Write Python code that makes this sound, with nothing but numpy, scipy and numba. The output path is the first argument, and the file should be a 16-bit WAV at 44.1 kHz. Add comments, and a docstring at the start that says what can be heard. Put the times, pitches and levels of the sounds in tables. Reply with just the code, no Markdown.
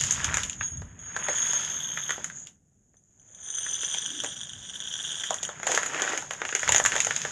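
"""Dry beans into two glass dishes

Small dry beans are poured from a crinkly plastic bag into two shallow glass dishes on a table, one by one.
Random impacts drive the gliding modes of the glass; as each heap grows, its weight lowers and damps them.
Bean clicks and bag rustle are coloured contact noise; creases snap as short bursts in four bands.
The bag is then turned upright and set down in a wicker basket.
A small room answers the sounds, and a microphone with a sharp treble peak colours it all."""
import sys
import numpy as np
from scipy import signal
from scipy.fft import rfft, irfft, next_fast_len
from scipy.io import wavfile
from scipy.ndimage import uniform_filter1d
from numba import njit

SR = 44100
rng = np.random.default_rng(int(sys.argv[2]) if len(sys.argv) > 2 else 0)


def digitize_waveform(pressure):
    """Quantize a signal to 16-bit integers and store it at the path in sys.argv[1].

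    Rows of a 2-D input are taken as channels; values are limited to [-1, 1].
    """
    field = np.atleast_2d(pressure).T
    bounded = np.clip(field, -1, 1)
    quanta = np.round(bounded * 32767).astype(np.int16)
    wavfile.write(sys.argv[1], SR, quanta)


N = 322371


def amp(db):
    """Decibels to gain."""
    return 10 ** (np.asarray(db) / 20)


def unit(x):
    """Scaled to rms 1."""
    return x / np.sqrt(np.mean(x ** 2) + 1e-20)


def along(points, hz):
    """(f/Hz, value) points read on a log frequency axis."""
    f, v = np.transpose(points)
    return np.interp(np.log(hz + 1), np.log(f + 1), v)


def curves(rows, outside=None):
    """One value per sample for each column after the time."""
    s, *cols = np.transpose(rows)
    t = np.arange(N) / SR
    return [np.interp(t, s, c, outside, outside) for c in cols]


def swells(rows):
    """Gain over time from bell-shaped swells (t/s, half length/s, level/dB)."""
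    t = np.arange(N) / SR
    return sum(amp(db) * np.exp(-np.minimum(((t - s) / length) ** 2, 50)) for s, length, db in rows)


def coloured(x, points):
    """x through the causal minimum-phase filter with these (f/Hz, level/dB) points."""
    size = 2 * next_fast_len(N // 2 + 8192)
    gain = amp(along(points, np.fft.rfftfreq(size, 1 / SR)))
    cepstrum = irfft(np.log(gain))
    # folding the cepstrum forward in time makes the filter causal
    cepstrum[1:size // 2] *= 2
    cepstrum[size // 2 + 1:] = 0
    return irfft(rfft(x, size) * np.exp(rfft(cepstrum)))[:N]


def shaped(x, points):
    """x in the colour of a body, with the filter's mean power gain set to 1."""
    power = np.mean(amp(along(points, np.linspace(0, SR / 2, num=4096))) ** 2)
    return coloured(x, points) / np.sqrt(power)


def patter(rate, spread_db):
    """Random contacts of uneven size, rate a second, levelled to a local mean power near 1."""
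    sizes = amp(spread_db * rng.standard_normal(N))
    hits = (rng.random(N) < rate / SR) * sizes * rng.choice([-1, 1], N)
    power = uniform_filter1d(uniform_filter1d(hits ** 2, size=2600), size=2600)
    return hits / np.sqrt(np.abs(power) + 1e-9)


def rustle(colour, rate, spread_db, rub):
    """Tiny contacts, each ringing briefly at one of many pitches, on a bed of smooth rubbing noise; rms 1."""
    grains = np.zeros(N)
    for hz in np.geomspace(300, 14000, num=14):
        grains += signal.lfilter(*signal.iirpeak(hz, 3, fs=SR), patter(rate, spread_db))
    return unit(coloured(unit(grains) + rub * rng.standard_normal(N), colour))


USUAL_DB = -50  # usual handling level


def following(level_db, law):
    """Gain of a layer that rises and falls with a handling level."""
    layer_db, slope = law
    return amp(layer_db + slope * (level_db - USUAL_DB))


# the five moves of the bag: (t/s, beans sliding level/dB, film crinkling level/dB before its lift)
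TIPPING = [(0.0, -46.5, -41.5), (0.3, -32.5, -53), (0.41, -41.5, -49), (0.54, -56, -70.5),
           (0.95, -61.5, -93)]
OVER_FIRST_DISH = [(1.099, -50, -71), (1.24, -38.5, -65), (1.33, -39.5, -53.5), (1.65, -42, -51),
                   (1.83, -48.5, -64.5), (2.16, -48.5, -61.5), (2.32, -57, -70), (2.48, -67, -74),
                   (2.6, -92, -121)]
OVER_SECOND_DISH = [(3.05, -89.5, -100), (3.48, -56.5, -79), (3.7, -52, -60), (3.95, -50.5, -55),
                    (4.55, -60, -67.5), (5.2, -50, -57), (5.56, -50, -67.5)]
TURNING_UPRIGHT = [(5.63, -49.5, -63.5), (5.71, -33.5, -43), (5.88, -41, -53.5), (6.0, -31, -51),
                   (6.13, -34, -47.5), (6.27, -54.5, -62)]
SETTING_DOWN = [(6.3, -54, -63), (6.42, -44.5, -62.5), (6.5, -52.5, -57), (6.64, -43, -49.5),
                (6.77, -32.5, -46), (6.83, -45, -55), (6.94, -35.5, -45.5), (7.06, -45, -49),
                (7.19, -43, -49.5), (7.31, -44, -52.5)]
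HANDLING = TIPPING + OVER_FIRST_DISH + OVER_SECOND_DISH + TURNING_UPRIGHT + SETTING_DOWN
# layers that go along with it: (level/dB at the usual handling level, gain/dB per dB of handling)
SHIFT_LAW = (-58, 0.59)
GLIDE_LAW = (-56, 0.55)
# the whole load tumbles over in the bag: (t/s, half length/s, level/dB)
TUMBLES = [(5.71, 0.038, -35), (6.04, 0.14, -41), (6.77, 0.023, -46), (6.94, 0.046, -49)]
# runs of beans skidding down the film: (t/s, half length/s, level/dB)
SKIDS = [(0.48, 0.14, -59.5), (1.36, 0.028, -54), (2.39, 0.056, -56), (3.65, 0.28, -59), (5.46, 0.065, -58),
         (5.71, 0.04, -55), (6.5, 0.044, -52.5), (7.18, 0.06, -74)]
# colours of load shifting, beans sliding, film crinkling, beans hissing over film: (f/Hz, relative level/dB)
SHIFT_COLOUR = [(120, -32), (280, 2), (480, 3), (750, 2), (1200, -16.5), (2500, -29)]
SLIDE_COLOUR = [(400, -37), (900, -1), (1600, 2), (2400, -0.5), (3400, -6.5), (4300, -18), (6000, -39.5),
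                (15000, -59)]
FILM_COLOUR = [(1500, -23), (2800, 2.5), (3800, 4), (5000, 2), (6700, -13.5), (8000, -8.5), (11000, -11.5),
               (15500, -14.5)]
GLIDE_COLOUR = [(3500, -53.5), (5800, -16), (6500, -1.5), (6950, -2.5), (7400, -11), (8200, -11.5),
                (9500, -21), (15000, -20.5)]


def bag():
    """The beans slide and shift inside the bag, and hiss over its film as that crinkles."""
    slide_db, film_db = curves(HANDLING)
    shift_gain = following(slide_db, SHIFT_LAW) + swells(TUMBLES)
    glide_gain = np.hypot(following(film_db, GLIDE_LAW), swells(SKIDS))
    film_gain = amp(film_db + 9.5)  # the film's lift
    shift = shift_gain * rustle(SHIFT_COLOUR, rate=150, spread_db=5.5, rub=0.33)
    slide = amp(slide_db) * rustle(SLIDE_COLOUR, rate=300, spread_db=5.5, rub=0.15)
    film = film_gain * rustle(FILM_COLOUR, rate=220, spread_db=1.5, rub=0.86)
    glide = glide_gain * rustle(GLIDE_COLOUR, rate=600, spread_db=8.5, rub=0.44)
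    return shift + slide + film + glide


# low background rumble that rises and falls over time: (t/s, deep level/dB, upper bass level/dB)
RUMBLE = [(0.0, -46, -44.5), (0.5, -57, -48.5), (1.0, -52.5, -54.5), (1.3, -57, -51.5), (2.25, -59, -52.5),
          (2.6, -68.5, -65), (2.95, -69.5, -72.5), (3.5, -64.5, -63.5), (3.8, -60, -61), (4.25, -64, -53),
          (4.6, -61, -58), (5.55, -63, -55.5), (5.7, -62, -50.5), (5.85, -61, -56), (6.0, -63, -54),
          (6.55, -62, -57.5), (6.75, -49, -47), (7.0, -56, -52), (7.31, -57, -51)]
# dull bumps of the hands and bag: (t/s, half length/s, deep level/dB)
BUMPS = [(0.04, 0.1, -38), (0.29, 0.091, -35.5), (0.45, 0.082, -45.5), (0.61, 0.02, -43.5),
         (0.81, 0.1, -39.5), (4.57, 0.057, -52), (6.72, 0.065, -40.5), (6.86, 0.03, -46),
         (7.09, 0.038, -55)]
BUMP_BASS_DB = -9.5  # upper bass of a bump, against its deep part
# colours of the deep part, the upper bass and the steady hiss: (f/Hz, relative level/dB)
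DEEP_COLOUR = [(20, -32), (40, -10), (62, -4), (105, -1), (150, -12), (300, -57)]
BASS_COLOUR = [(80, -33.5), (135, 5.5), (175, 4), (260, -3.5), (400, -19.5), (900, -43.5)]
HISS_COLOUR = [(30, 18), (150, 17), (400, 13.5), (900, -5.5), (2000, -6), (6000, -7.5), (12000, 1.5),
               (16000, -3)]


def background():
    """Low rumble of varying level, a few bumps and a faint steady hiss, all from filtered noise."""
    def noise(colour):
        return unit(coloured(rng.standard_normal(N), colour))

    deep_db, bass_db = curves(RUMBLE)
    bumps = swells(BUMPS)
    deep = np.hypot(amp(deep_db), bumps)
    bass = np.hypot(amp(bass_db), amp(BUMP_BASS_DB) * bumps)
    return deep * noise(DEEP_COLOUR) + bass * noise(BASS_COLOUR) + amp(-73.5) * noise(HISS_COLOUR)


THUD_HZ, BODY_HZ = 713, 1900  # usual pitches of a snap's thud and of a small crease
PITCH_SCATTER = 0.16  # spread of both, in natural-log units
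CRACKLE_DB, CRACKLE_SPREAD_DB = 22.5, 3.5  # small creases against the handling level, and their spread


def crackles(count):
    """Small creases at random moments, as strong as the bag is being worked; rows like those of SNAPS."""
    handling_db = np.mean(curves(HANDLING), axis=0)
    at = rng.integers(N, size=count)
    pitch, size, thud, bright = rng.standard_normal((count, 4)).T
    body_hz = BODY_HZ * np.exp(PITCH_SCATTER * pitch)
    level_db = handling_db[at] + CRACKLE_DB + CRACKLE_SPREAD_DB * size
    return list(zip(at / SR, body_hz, level_db, -11 + 5 * thud, -2 + 6 * bright))


def burst(low_hz, high_hz, t60, after_db, after_t60):
    """A crack in one band, energy 1, and the weaker, longer flutter of the film that goes with it."""
    t = np.arange(SR // 8) / SR
    band = signal.butter(2, [low_hz, min(high_hz, .45 * SR)], "band", fs=SR, output="sos")
    rise = 1 - np.exp(-t / 0.00041)  # the crease takes a moment to give way
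    fades = rise * np.array([amp(-60 * t / t60), amp(-60 * t / after_t60)])
    parts = signal.sosfilt(band, fades * rng.standard_normal(fades.shape))
    crack, flutter = parts / np.linalg.norm(parts, axis=1, keepdims=True)
    return crack + amp(after_db) * flutter


# creases of the bag snapping over: (t/s, body f/Hz, level/dB, thud of the beans behind it: relative
# level/dB before its trim, brightness: relative level/dB before the crack's trim)
SNAPS = [(0.0105, 2180, -6, -14, 2), (0.0367, 2220, -6, -28.5, 5.5), (0.109, 2080, -7.5, -22, 11),
         (0.1236, 3000, -23, -16.5, 22), (0.2438, 3230, 0, -26, -0.5), (0.3418, 1910, -0.5, -18, -1),
         (0.37, 1600, -1, -9.5, -0.5), (0.3817, 1700, -4.5, -22, -14), (0.4334, 2560, -3, -24.5, -1.5),
         (0.4965, 2930, -10.5, -30.5, 0.5), (0.53, 3300, -14.5, -30, -11), (0.6099, 1690, -2.5, -17, -32),
         (0.63, 3240, -14, -22, -14), (0.8186, 1200, -18, -5, -12), (1.1638, 1440, -4, -9.5, -7),
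         (1.2847, 1600, -1, -5, -8.5), (1.2888, 462, -2.5, -23, -23.5), (1.5329, 1550, -9.5, -5, 2.5),
         (1.9731, 1500, -4.5, -18, -27), (2.0932, 1520, -7, -11, -17), (2.1058, 1600, -0.5, -18.5, -10),
         (2.1791, 1600, -20, 5, -15), (2.2431, 1660, -11, -20, 4), (2.2997, 1760, -14, -22, -21),
         (2.4701, 3080, -19, -34, -2), (2.941, 1460, -45.5, 0.5, -17), (3.5817, 1600, -19.5, -15, -2),
         (3.6637, 1600, -11.5, -16, -15), (3.8323, 1960, -8, -14, -3), (3.9454, 2760, -7.5, -11, -5.5),
         (4.2363, 630, -11.5, -27, 4), (4.2446, 1740, -9.5, -3.5, -3), (5.2383, 1730, -10.5, -30, -1),
         (5.306, 735, 1.5, -20, -9.5), (5.3422, 1400, -13, -8, 8), (5.4295, 3140, -6, -9.5, -15),
         (5.4341, 2470, -18, -13, 12), (5.4902, 870, -8.5, -12, -11), (5.5987, 1630, -16.5, -3, -11),
         (5.6308, 1640, -6.5, -9, -9), (5.6684, 2630, -2, -3.5, -2), (5.6732, 1360, -5, -17.5, -1.5),
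         (5.7171, 1550, -3, -22, 2), (5.7427, 1480, -8, 0.5, -12), (5.748, 3300, 0, -18, -0.5),
         (5.7754, 1540, 5, -7.5, -10), (5.831, 1810, -4.5, -12, -5), (5.861, 2020, -9, -3, 2),
         (5.9449, 2170, -4, -6, -24), (5.9945, 1470, -8.5, -14, -22), (6.0197, 3140, -4, -28, 0.5),
         (6.0765, 1870, -2.5, -20, -25), (6.1333, 1630, -5, 0, -11), (6.1755, 1920, -2, -16, -3.5),
         (6.224, 1460, -14, -1, -4), (6.308, 1990, -5, -5, -4), (6.3347, 2250, -11.5, -7, -4.5),
         (6.417, 1560, -1, -7, -29), (6.451, 1900, -3, -11.5, -8), (6.49, 1920, -4, -13, -17.5),
         (6.5258, 1740, -4.5, -11.5, -18), (6.5502, 2050, 2.5, -12.5, -3), (6.5625, 1980, -8, -18, -1.5),
         (6.5937, 1790, -8.5, -28, 0.5), (6.6309, 1700, -1, -10.5, -10), (6.677, 1970, 0, -10, -8.5),
         (6.6846, 2600, -1, -24, -16), (6.6912, 2180, 3, -2.5, -5), (6.7212, 2310, 6.5, -19, -1),
         (6.7462, 2210, 5, -6, -3), (6.7614, 2270, 2.5, -27.5, 1.5), (6.7809, 1780, -8.5, -14, 10),
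         (6.799, 1450, 1.5, -5.5, -9.5), (6.8393, 3000, -22, -16, 17.5), (6.8506, 1340, 3.5, -14.5, -3.5),
         (6.86, 1920, 5.5, -14, -1.5), (6.9197, 1990, 2, -37, -15.5), (6.9541, 1590, -4, -5.5, -4),
         (6.9632, 2200, 1, -5, -5.5), (6.98, 2480, -4, -28, -10.5), (7.0029, 2900, 4.5, -32, -4),
         (7.047, 1740, -8, -17, 4), (7.0682, 1580, -5, -2.5, 1), (7.1079, 1800, 1.5, -17, -15),
         (7.1628, 2760, -2.5, -19, -2), (7.2167, 3100, -7, -31, -6), (7.25, 1630, -2.5, -6.5, -14)]
EDGE_DB, EDGE_PER_BRIGHTNESS = -6, 0.41  # the hard edge of a snap grows with its brightness


def snaps():
    """Each crease snaps with a thud, a body, a hard edge and a treble crack, each with its flutter."""
    out = np.zeros(N + SR)
    for s, body_hz, db, weight_db, bright_db in SNAPS + crackles(count=50):
        thud_hz = THUD_HZ * np.exp(PITCH_SCATTER * rng.standard_normal())
        edge_db = EDGE_DB + EDGE_PER_BRIGHTNESS * bright_db
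        thud = burst(0.58 * thud_hz, 1.3 * thud_hz, t60=0.0078, after_db=-4.5, after_t60=0.16)
        body = burst(0.73 * body_hz, 1.438 * body_hz, t60=0.0095, after_db=-3.5, after_t60=0.096)
        edge = burst(3000, 4600, t60=0.0083, after_db=-4.0, after_t60=0.13)
        crack = burst(4300, 12050, t60=0.0083, after_db=-3, after_t60=0.19)
        snap = amp(weight_db + 2.0) * thud + amp(-1.0) * body + amp(edge_db) * edge + amp(bright_db - 7) * crack
        out[round(s * SR):][:len(snap)] += amp(db) * snap
    return out[:N]


# colour of a bean's click: (f/Hz, relative level/dB)
BEAN_COLOUR = [(300, -21.5), (1200, -22.5), (1600, -4.5), (2300, -28.5), (2900, -3), (3280, 12),
               (3650, 4.5), (4200, -21.5), (5500, -20), (7000, -19), (9000, -44.5), (15000, -46.5)]
BEAN_SIZE_SPREAD = 0.049  # large beans click lower by this share, small beans higher


def clicking(contacts):
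    """Each contact sounds with the click of a large, a usual or a small bean."""
    size = rng.integers(-1, 2, N)
    out = np.zeros(N)
    for k in (-1, 0, 1):
        colour = np.array(BEAN_COLOUR) * [1 - k * BEAN_SIZE_SPREAD, 1]
        out += shaped(contacts * (size == k), colour)
    return out


@njit
def ringing(drive, turn, loss):
    """One mode whose pitch and damping (radians, nepers a sample) change; it keeps its drive's power."""
    out, state = np.zeros(len(drive)), 0j
    for i in range(len(drive)):
        state = state * np.exp(1j * turn[i] - loss[i]) + drive[i] * 2 * np.sqrt(loss[i])
        out[i] = state.imag
    return out


BLOW_SPREAD_DB = 2.5  # uneven strength of the blows on the glass


def pour(stream, filling, modes, taps, damping, glass_rate, click_rate, click_spread_db,
         ring_db, cover_db, click_db, heap_db, tick_db):
    """Beans bounce on glass and heap; the heap's weight lowers the glass modes and shortens their ring."""
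    flow = amp(curves(stream, outside=-120)[0])
    fill = np.clip(curves(filling)[0], 0, 1)
    covered = np.sqrt(fill)  # the first beans cover the most glass
    hard = np.zeros(N)
    for s, db in taps:
        hard[round(s * SR)] = amp(db)
    blows = (flow * patter(glass_rate, BLOW_SPREAD_DB) + hard) * amp(ring_db + cover_db * covered)
    clicks = (flow * patter(click_rate, click_spread_db) + hard) * amp(click_db + heap_db * covered)
    glass = amp(tick_db) * blows  # the bare tick of each blow
    for empty_hz, full_hz, empty_db, full_db, t60 in modes:
        # where a bean lands decides how strongly it drives each mode
        spot = rng.choice([-1, 1], N) * amp(1.76 * rng.standard_normal(N))
        turn = 2 * np.pi * (empty_hz + (full_hz - empty_hz) * fill) / SR
        loss = np.log(1000) / (t60 * SR) * (1 + abs(damping) * fill)
        level = amp(empty_db + (full_db - empty_db) * fill)
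        glass = glass + level * ringing(blows * spot, turn, loss)
    return glass + clicking(clicks)


# the stream of beans into the first dish: (t/s, flow level/dB)
FIRST_STREAM = [(0.58, -44), (0.638, -29), (0.976, -68), (1.0, -40.5), (1.142, -41), (1.244, -23.5),
                (1.252, -33), (1.37, -22.5), (1.384, -21), (1.698, -30), (2.13, -31.5), (2.208, -48),
                (2.242, -43.5), (2.32, -62)]
# how full the first dish is: (t/s, share 0-1)
FIRST_FILL = [(1.15, 0.07), (1.4, 0.34), (1.8, 1)]
# modes of the first dish: (empty f/Hz, full f/Hz, empty level/dB, full level/dB, empty t60/s)
FIRST_GLASS = [(6600, 6400, -14, -14, .13), (6750, 6580, -24, -22, .04), (9720, 9300, -16, -20, .07),
               (10500, 10150, -21, -29, .04), (11950, 11600, -32, -14, .08), (13500, 13150, -24, -24, .07),
               (14450, 14180, -26, -24, .06)]
# single beans that land hard, in both dishes: (t/s, level/dB before the blow and click gains)
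TAPS = [(0.646, -13), (0.679, -3), (0.772, -10), (0.991, -12.5), (1.043, -11), (1.377, -2), (1.441, -18),
        (1.508, 2.5), (1.571, 0), (1.805, -0.5), (2.036, -5), (2.121, -3), (2.969, -46.5), (3.197, -41),
        (3.289, -43), (3.348, -27.5), (3.431, -26), (3.503, -14.5), (3.585, -8.5), (3.71, -15),
        (3.815, -12), (3.941, -6.5), (3.984, -6), (4.061, -4), (4.104, -8.5), (4.202, -3.5), (4.263, -9.5),
        (4.367, -15), (4.433, -11.5), (4.413, -8.5), (4.494, -13), (4.534, -13.5), (4.697, -11.5),
        (4.76, -11), (4.803, -8), (4.884, -14), (4.94, -7), (5.116, -11), (5.163, -20), (5.21, -15),
        (5.271, -10), (5.331, -10.5), (5.385, -13), (5.451, -6.5)]


def first_dish():
    """The first dish rings under the beans while their clicks on each other grow with the heap."""
    taps = [tap for tap in TAPS if tap[0] < FIRST_STREAM[-1][0]]
    return pour(FIRST_STREAM, FIRST_FILL, FIRST_GLASS, taps, damping=2.2, glass_rate=550, click_rate=250,
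                click_spread_db=1.0, ring_db=-6.5, cover_db=0.0, click_db=-26, heap_db=16.5, tick_db=-20.5)


# the stream of beans into the second dish: (t/s, flow level/dB)
SECOND_STREAM = [(3.2, -84.5), (3.36, -66.5), (3.45, -49.5), (3.55, -42.5), (3.72, -39), (3.92, -35.5),
                 (4.1, -39.5), (4.23, -38), (4.55, -48.5), (4.77, -41), (5.04, -34.5), (5.3, -37),
                 (5.38, -56), (5.52, -52)]
# how full the second dish is: (t/s, share 0-1)
SECOND_FILL = [(3.0, 0.014), (3.55, .15), (4.25, 0.695), (5.5, 1)]
# modes of the second dish: (empty f/Hz, full f/Hz, empty level/dB, full level/dB, empty t60/s)
SECOND_GLASS = [(6220, 5820, 2, -1, .05), (9000, 8500, 5, 2, .15), (10150, 9800, -20, -24, .05),
                (11230, 10650, -14, 2, .06), (12900, 12420, -1, -3, .1), (14050, 13650, -13, -16, .07)]


def second_dish():
    """The second dish is driven hardest while bare; the heap then shields the glass from the blows."""
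    taps = [tap for tap in TAPS if tap[0] >= FIRST_STREAM[-1][0]]
    return pour(SECOND_STREAM, SECOND_FILL, SECOND_GLASS, taps, damping=1.7, glass_rate=390, click_rate=340,
                click_spread_db=4, ring_db=1.46, cover_db=-17, click_db=-1.0, heap_db=2.5, tick_db=-18.5)


# soft scuffs as the bag is handled: (t/s, half length/s, centre f/Hz, level/dB)
SCUFFS = [(4.185, 0.073, 297, -45.5), (7.081, 0.027, 443, -43)]


def scuffs():
    """Brief dull rubs, noise around one low pitch, that swell and fade."""
    out, t = np.zeros(N), np.arange(N) / SR
    for s, length, hz, db in SCUFFS:
        colour = [(hz / 2, -40), (hz, 0), (hz * 2, -40), (hz * 8, -80)]
        rub = unit(coloured(rng.standard_normal(N), colour))
        out += amp(db) * np.exp(-((t - s) / length) ** 2) * rub
    return out


# reverberation of the small room: (f/Hz, t60/s)
ROOM = [(150, 0.16), (1500, 0.24), (6000, 0.1), (14000, 0.31)]


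def room(x):
    """The walls answer 4 ms later with a noise tail; each frequency fades at its own rate."""
    hz, t, z = signal.stft(rng.standard_normal(SR // 2), SR, nperseg=256)
    fade = amp(-60 * t / along(ROOM, hz)[:, None])
    tail = signal.istft(z * fade, SR, nperseg=256)[1]
    answer = np.pad(tail / np.linalg.norm(tail), (SR // 250, 0))
    return signal.fftconvolve(x, answer)[:N]


def scene():
    """The bag and two pours in the room, over the background."""
    direct = bag() + snaps() + first_dish() + second_dish() + scuffs()
    return (direct + amp(-10.5) * room(direct) + background())[None]


# response of the microphone: (f/Hz, gain/dB)
MIC = [(1200, -1.5), (1680, 2.5), (2300, -4), (3400, -2), (4300, -12), (5700, 2), (6250, 13), (6650, 18.5),
       (7100, 16.5), (7700, 1.5), (9000, -6), (11800, -11.5), (12350, -39), (13300, -28), (14600, -20.5),
       (15600, -35)]
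TOP_HZ = 15800  # the recorder's band limit


def record(dry):
    """The microphone's treble peak, a soft ceiling on the loudest peaks, then the recorder's band limit."""
    sound = coloured(dry[0], MIC)
    sound = sound / (1 + (sound / .7) ** 4) ** .25
    passed = np.fft.rfftfreq(N, 1 / SR) < TOP_HZ
    return irfft(rfft(sound) * passed, N)[None]


dry = scene()
out = record(dry)
digitize_waveform(out)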